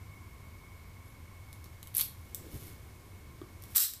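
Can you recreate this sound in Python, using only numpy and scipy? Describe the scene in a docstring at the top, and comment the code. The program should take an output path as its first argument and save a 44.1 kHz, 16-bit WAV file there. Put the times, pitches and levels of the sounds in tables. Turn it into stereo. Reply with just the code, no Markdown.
"""A hand-held steel padlock is unlocked in a small live room with a faintly whining fan.
A brief electronic whine comes first (1 s), then the key ticks at the keyway and rasps in over the pins
(1.5-2 s). The cylinder turns with one dry tick (2.3 s) and the hands shift their grip, skin on steel.
The shackle springs open, clacks against its stop and rings (3.8 s); a limiter ducks after the clack."""
import sys
import numpy as np
from scipy import signal
from scipy.fft import rfft, irfft
from scipy.io import wavfile
from scipy.ndimage import uniform_filter1d

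SR = 44100
rng = np.random.default_rng(int(sys.argv[2]) if len(sys.argv) > 2 else 0)


def waveform_to_disk(signal):
    """Save audio, clipped to [-1, 1], as 16-bit WAV at the path in sys.argv[1]."""
    frames = np.transpose(np.atleast_2d(signal))
    scaled = np.clip(frames, -1, 1) * 32767
    samples = np.round(scaled).astype(np.int16)
    wavfile.write(sys.argv[1], SR, samples)


N = 176400
T = np.arange(N) / SR
CUTOFF_HZ = 15000
CONTACT_CORRELATION = 0.56   # left-right, for ticks and friction
LOCK_TAIL_DB, KEY_TAIL_DB = -9, -15   # relative to each contact's crack

# latch and shackle strike the body: (time [s], bright clack [dB], dull knock [dB])
LOCK_HITS = [(3.6222, -46, -67), (3.6371, -45, -52.5), (3.7558, -25, -41), (3.7599, -13.5, -28),
             (3.7612, -16, -29), (3.765, -2, -38), (3.765, -12, -21), (3.7675, 2, -19), (3.7701, 2.5, -22),
             (3.7708, 4, -10), (3.773, 2, -16.5), (3.7792, 0.5, -9), (3.781, 0.5, -20), (3.788, -20, -32),
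             (3.803, -7, -36), (3.9361, -30, -38)]
# the shackle scrapes out: (start [s], length [s], bright level [dB], hollow level [dB])
SHACKLE_SLIDES = [(3.749, 0.0071, -38, -40), (3.76, 0.017, -19, -31.5)]
# the clack's steely top and the knock's midrange body: (frequency [Hz], gain [dB])
CLACK_EQ = [(1000, -38.5), (3200, -21.5), (4100, -12.5), (7200, -13.5), (7600, -4.5), (8900, -9),
            (11000, -5), (12300, -7.5), (13200, 2.5), (14300, -1), (15000, -5)]
KNOCK_EQ = [(300, -29), (750, -17), (1250, 1), (1900, -2.5), (3000, 0.5), (4200, 3.5), (4900, -3),
            (5500, 7), (6400, -3), (14000, -4.5)]
# the shackle's ring-out: (frequency [Hz], level [dB], T60 [s])
SHACKLE_MODES = [(4194, -22, .23), (5450, -24, .14), (7612, -20, .21), (7760, -25, .15), (7909, -25, .15),
                 (8495, -25, .16), (13095, -15, .15), (13510, -14, .15), (13660, -17, .14),
                 (13935, -17, .14)]
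SHACKLE_STOP_S, SHACKLE_RING_DB = 3.7706, 1


def lock():
    """Latch and shackle hit the hand-damped body; the shackle scrapes out and rings at its stop."""
    times, clack_db, knock_db = np.transpose(LOCK_HITS)
    rasp, scrape = sliding(SHACKLE_SLIDES)
    clack = contacts(times, clack_db, stretch=2.6, decay_tail_db=LOCK_TAIL_DB) + rasp
    knock = contacts(times, knock_db, stretch=4.6, decay_tail_db=LOCK_TAIL_DB) + scrape
    ringing = ring(impulses([(SHACKLE_STOP_S, SHACKLE_RING_DB)]), SHACKLE_MODES)
    return equalise(clack, CLACK_EQ) + equalise(knock, KNOCK_EQ) + ringing


# the key finds the keyway, then rides the pins: (time [s], bright tick [dB], hollow body [dB])
KEY_CONTACTS = [(1.5285, -45.5, -48), (1.642, -49, -53.5), (1.658, -62, -54.5), (1.8288, -41.5, -46),
                (1.8722, -41.5, -50), (1.9425, -44, -48), (1.9494, -24, -63), (1.9632, -31, -55),
                (1.9679, -20.5, -45), (1.9756, -29, -45), (1.9815, -21, -38), (1.9895, -27, -39),
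                (1.9966, -25, -36), (2.0025, -31, -33), (2.0099, -21, -40), (2.0134, -25, -29)]
# the blade slides in: (start [s], length [s], bright level [dB], hollow level [dB])
KEY_SLIDES = [(1.95, 0.042, -45, -47), (1.99, .027, -49, -43)]
# the key's sparkle and the keyway's hollow mids: (frequency [Hz], gain [dB])
KEY_EQ = [(1000, -38), (3500, -29), (6800, -25), (8500, -7.5), (10000, -6.5), (11300, 1), (13000, -2),
          (15000, -3.5)]
KEYWAY_EQ = [(300, -25), (900, -13), (1700, -8), (2700, -2.5), (3800, 2.5), (5300, -0.5), (7000, -1),
             (14000, -19)]
# the key's thin steel shimmer: (frequency [Hz], level [dB], T60 [s])
KEY_MODES = [(10877, -24, .12), (11230, -20, .13), (11980, -24, .1), (12770, -22, .1)]


def key():
    """The key ticks and scrapes over the pins; the keyway sounds hollower as it goes deeper."""
    times, tick_db, hollow_db = np.transpose(KEY_CONTACTS)
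    rasp, scrape = sliding(KEY_SLIDES)
    bright = contacts(times, tick_db, stretch=1.6, decay_tail_db=KEY_TAIL_DB) + rasp
    hollow = contacts(times, hollow_db, stretch=3.7, decay_tail_db=KEY_TAIL_DB) + scrape
    return equalise(bright, KEY_EQ) + ring(bright, KEY_MODES) + equalise(hollow, KEYWAY_EQ)


# the cylinder's crisp tick: (frequency [Hz], gain [dB])
CYLINDER_EQ = [(2400, -22), (3500, -7.5), (7000, -8.5), (7800, 1.5), (11000, -2), (13300, 2)]
TURN_S, TURN_DB = 2.3466, -28.5


def cylinder():
    """The cylinder turns home with one dry tick, damped by the hand around the lock."""
    tick = contacts([TURN_S], [TURN_DB], stretch=2.2, decay_tail_db=KEY_TAIL_DB)
    return equalise(tick, CYLINDER_EQ)


def contacts(times, levels_db, stretch, decay_tail_db):
    """Metal taps metal: a crack, its fall stretched for heavier parts, and a short tail that dies away within
    about 10 ms."""
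    rise_s, crack_s, decay_tail_s = 0.00059, 0.00036, 0.01
    t, track = T[:SR // 20], np.zeros((2, N + SR))
    width_s = crack_s * np.where(t > rise_s, stretch, 1)
    crack = np.exp(-((t - rise_s) / width_s) ** 2)
    decay_tail = from_db(decay_tail_db) * np.exp(-t / decay_tail_s)
    for time, db in zip(times, levels_db):
        start = int(time * SR)
        burst = (crack + decay_tail) * stereo_noise(CONTACT_CORRELATION, len(t))
        track[:, start:start + len(t)] += from_db(db) * unit_energy(burst)
    return track[:, :N] * np.sqrt(.002 * SR)   # levels are rms over 2 ms


def sliding(strokes):
    """Metal slides on metal: gated strokes of friction, as a bright and a hollow layer."""
    grains, bright, hollow = friction(), 0, 0
    for start, length, bright_db, hollow_db in strokes:
        stroke = grains * ((T > start) & (T < start + length))
        bright += from_db(bright_db) * stroke
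        hollow += from_db(hollow_db) * stroke
    return bright, hollow


def friction(slips_per_s=3800, spread_db=2):
    """Surfaces catch and let go in dense tiny slips of uneven size; rms 1."""
    sizes = from_db(spread_db * np.minimum(rng.exponential(1, N), 4))
    slips = rng.random(N) < slips_per_s / SR
    return unit_rms(slips * sizes * stereo_noise(CONTACT_CORRELATION, N))


def impulses(hits):
    """Clean one-sample blows that set a body ringing."""
    track = np.zeros(N)
    for time, db in hits:
        track[int(time * SR)] = from_db(db) * np.sqrt(.002 * SR)   # levels are rms over 2 ms
    return track


def ring(strike, modes):
    """A struck body rings as decaying sines; each mode's level sets its energy."""
    t, response = T[:SR // 2], 0
    for hz, db, t60 in modes:
        partial = np.sin(2 * np.pi * hz * t) * from_db(-60 * t / t60)
        response += from_db(db) * unit_energy(partial)
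    return convolve(strike, response)


# a key tap (two rows at one instant), then a handling thump: (time [s], level [dB])
TAP_AND_THUMP = [(1.6585, -53), (1.6585, -54), (3.4161, -37.5)]
# their short, boxy body: (frequency [Hz], level [dB], T60 [s])
BOXY_MODES = [(350, 3.5, 0.063), (580, -15.5, 0.026), (1170, -9.5, 0.019), (3346, -18.5, .004)]


def tap_and_thump():
    """A light, boxy tap of the key (1.66 s), then one soft handling thump (3.4 s)."""
    return ring(impulses(TAP_AND_THUMP), BOXY_MODES)


# fader ride for skin on steel: (time [s], level [dB])
SKIN_FADER = [(0, -101), (2.1, -68), (2.48, -65), (2.54, -53.5), (2.6, -55.5), (2.68, -54.5), (2.77, -69),
              (3.5, -79), (3.6, -71), (3.65, -62), (3.73, -55.5), (4, -59)]
# the skin's airy hiss: (frequency [Hz], gain [dB])
SKIN_EQ = [(600, -11.5), (3000, -7), (6500, -7), (7800, -7), (9000, -6), (13000, 0), (15000, -4.5)]


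def hands():
    """Skin rubs over the steel as the hands shift their grip."""
    return equalise(fader(SKIN_FADER) * friction(), SKIN_EQ)


# fader ride for the shifting grip: (time [s], level [dB])
GRIP_FADER = [(0, -67.5), (2.1, -74), (2.48, -50.5), (2.55, -60), (2.62, -54.5), (2.85, -61.5),
              (3.3, -62.5), (3.7, -60), (4, -74)]
# the grip's muffled low mids and the bump's bass weight: (frequency [Hz], gain [dB])
GRIP_EQ = [(60, -18.5), (130, 2), (260, -6), (345, -0.5), (450, -5.5), (800, -22), (3000, -26.5),
           (12000, -30)]
BUMP_EQ = [(20, -10), (45, 3.5), (140, -1), (300, -10.5), (800, -25.5), (5000, -74)]
BUMP_S, BUMP_WIDTH_S, BUMP_DB = 2.55, 0.021, -41


def handling_rumble():
    """The grip rustles dully, with one low bump as the lock is turned over."""
    rustle = fader(GRIP_FADER) * equalise(stereo_noise(0.53, N), GRIP_EQ)
    bump_envelope = from_db(BUMP_DB) * np.exp(-.5 * ((T - BUMP_S) / BUMP_WIDTH_S) ** 2)
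    return rustle + bump_envelope * equalise(stereo_noise(1.0, N), BUMP_EQ)


# a needle-thin electronic whine: (frequency [Hz], level [dB])
WHINE_PARTIALS = [(10266, -75), (10912, -75), (11547, -74)]


def electronic_whine(start_s=1.04, end_s=1.145):
    """A brief, faint, high electronic whine of steady pitch."""
    progress = np.clip((T - start_s) / (end_s - start_s), 0, 1)
    swell = np.sqrt(2 * np.abs(np.sin(np.pi * progress)))
    return swell * sum(from_db(db) * np.sin(2 * np.pi * hz * T) for hz, db in WHINE_PARTIALS)


# the small room's decay: (frequency [Hz], T60 [s])
ROOM_DECAY = [(500, 0.23), (4000, 0.32), (9000, 0.27), (15000, 0.21)]


def room_reverb(sound, wet_db=-3, build_s=0.00078):
    """Wall reflections blur into a diffuse tail that lasts longest around 4 kHz."""
    t, centres = T[:SR // 2], np.geomspace(250, 16000, 7)
    hz = np.fft.rfftfreq(len(t), 1 / SR)
    spectrum, tail = rfft(stereo_noise(0.056, len(t))), 0
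    for centre, weights in zip(centres, np.eye(len(centres))):
        octave = irfft(spectrum * at_hz(np.c_[centres, weights], hz), len(t))
        tail += octave * from_db(-60 * t / at_hz(ROOM_DECAY, centre))
    fade_in = 1 - np.exp(-t / build_s)
    return from_db(wet_db) * convolve(sound, unit_energy(tail * fade_in))


# fan drone, whine and a thin high hiss: (centre [Hz], half-width [Hz], level before the fader [dB])
FAN_BANDS = [(85.3, 24, -57), (1071, 85, -65), (2196, 57.5, -63.5), (12750, 180, -75.5)]
# slow fader ride on the fan: (time [s], gain [dB])
FAN_FADER = [(0, 2.5), (1.0, 1.5), (1.8, -1), (2.6, -2.5), (3.7, -1)]
# the bass-heavy bed of room air: (frequency [Hz], gain [dB])
AIR_EQ = [(20, -15), (50, -8), (90, 1), (135, -12), (220, -15), (450, -19.5), (900, -22.5), (1700, -26),
          (3000, -31), (6000, -34), (14000, -35)]
# stereo image, centred lows and wide mids: (frequency [Hz], left-right correlation [-1 to 1])
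AIR_CORRELATION = [(50, 0.98), (100, 1), (200, 0.54), (450, -0.38), (1000, -0.38), (2500, -0.17)]
AIR_DB, FAN_MIN_CORRELATION = -50.5, 0.073


def room_tone():
    """The fan whines in wavering narrow noise bands over the air's low rumble and hiss."""
    hz, fan_response = np.fft.rfftfreq(N, 1 / SR), 0
    correlation = at_hz(AIR_CORRELATION, hz)
    for centre, half_width, db in FAN_BANDS:
        fan_response += from_db(db) * unit_rms(1 / (1 + ((hz - centre) / half_width) ** 2))
    fan_noise = stereo_noise(np.maximum(correlation, FAN_MIN_CORRELATION), N)
    fan = fader(FAN_FADER) * irfft(rfft(fan_noise) * fan_response)
    air = from_db(AIR_DB) * equalise(stereo_noise(correlation, N), AIR_EQ)
    return fan + air


def from_db(db):
    """Decibels to gain."""
    return 10 ** (np.asarray(db) / 20)


def unit_rms(x):
    """Scale to rms 1."""
    return x / np.sqrt(np.mean(x ** 2) + 1e-20)


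def unit_energy(x):
    """Scale each channel to energy 1."""
    return x / np.sqrt(np.sum(x ** 2, axis=-1, keepdims=True) + 1e-20)


def at_hz(curve, hz):
    """Read a curve on a log-frequency axis."""
    frequencies, values = np.transpose(curve)
    return np.interp(np.log(np.maximum(hz, 1)), np.log(frequencies), values)


def fader(points):
    """Gain automation through (time [s], level [dB]) points."""
    return from_db(np.interp(T, *np.transpose(points)))


def stereo_noise(correlation, size):
    """White noise with a given left-right correlation, one value or one per frequency."""
    correlation = np.clip(correlation, -.999, .999)
    noise = rng.standard_normal((2, size))
    shares = np.sqrt(np.vstack([1 + correlation, 1 - correlation]) / 2)
    mid, side = irfft(rfft(noise) * shares, size) if np.ndim(correlation) else noise * shares
    return np.array([mid + side, mid - side])


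def equalise(sound, curve, size=4096):
    """Minimum-phase EQ, normalised so that the curve sets the tone and not the level."""
    hz = np.fft.rfftfreq(size, 1 / SR)
    gain = from_db(at_hz(curve, hz))
    gain /= np.sqrt(np.mean(gain ** 2 * (hz < CUTOFF_HZ)))
    cepstrum = irfft(np.log(gain))
    cepstrum[1:size // 2] *= 2   # folded forward, so nothing rings ahead of an attack
    cepstrum[size // 2 + 1:] = 0
    return convolve(sound, irfft(np.exp(rfft(cepstrum))))


def convolve(sound, response):
    """Pass a sound through an impulse response."""
    sound, response = (np.atleast_2d(x).astype("float32") for x in (sound, response))
    return signal.oaconvolve(sound, response, axes=-1)[:, :N]


def scene():
    """Key, lock and hands up close, with their reverb, over handling rumble and room tone."""
    close = key() + cylinder() + lock() + tap_and_thump() + hands() + electronic_whine()
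    return close + room_reverb(close) + handling_rumble() + room_tone()


def release(db, db_per_s):
    """Catch each peak and let it sink at a steady rate."""
    return np.maximum.accumulate(db + db_per_s * T) - db_per_s * T


def record(dry):
    """A limiter ducks the peaks and recovers quickly at first, then slowly; the top end is cut."""
    threshold_db, slow_share = -19.5, 0.47
    high_cut = signal.cheby2(20, 60, CUTOFF_HZ + 330, fs=SR, output="sos")
    sidechain = signal.sosfilt(high_cut, dry)
    power = uniform_filter1d(np.mean(sidechain ** 2, axis=0), size=66)   # 1.5 ms window
    over_db = np.maximum(10 * np.log10(np.abs(power) + 1e-12) - threshold_db, 0)
    fast_db = release(over_db, db_per_s=275)
    slow_db = release(slow_share * over_db, db_per_s=29)
    duck_db = uniform_filter1d(np.maximum(fast_db, slow_db), size=22)   # 0.5 ms smoothing
    return signal.sosfilt(high_cut, dry * from_db(-duck_db))


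dry = scene()
out = record(dry)
waveform_to_disk(out)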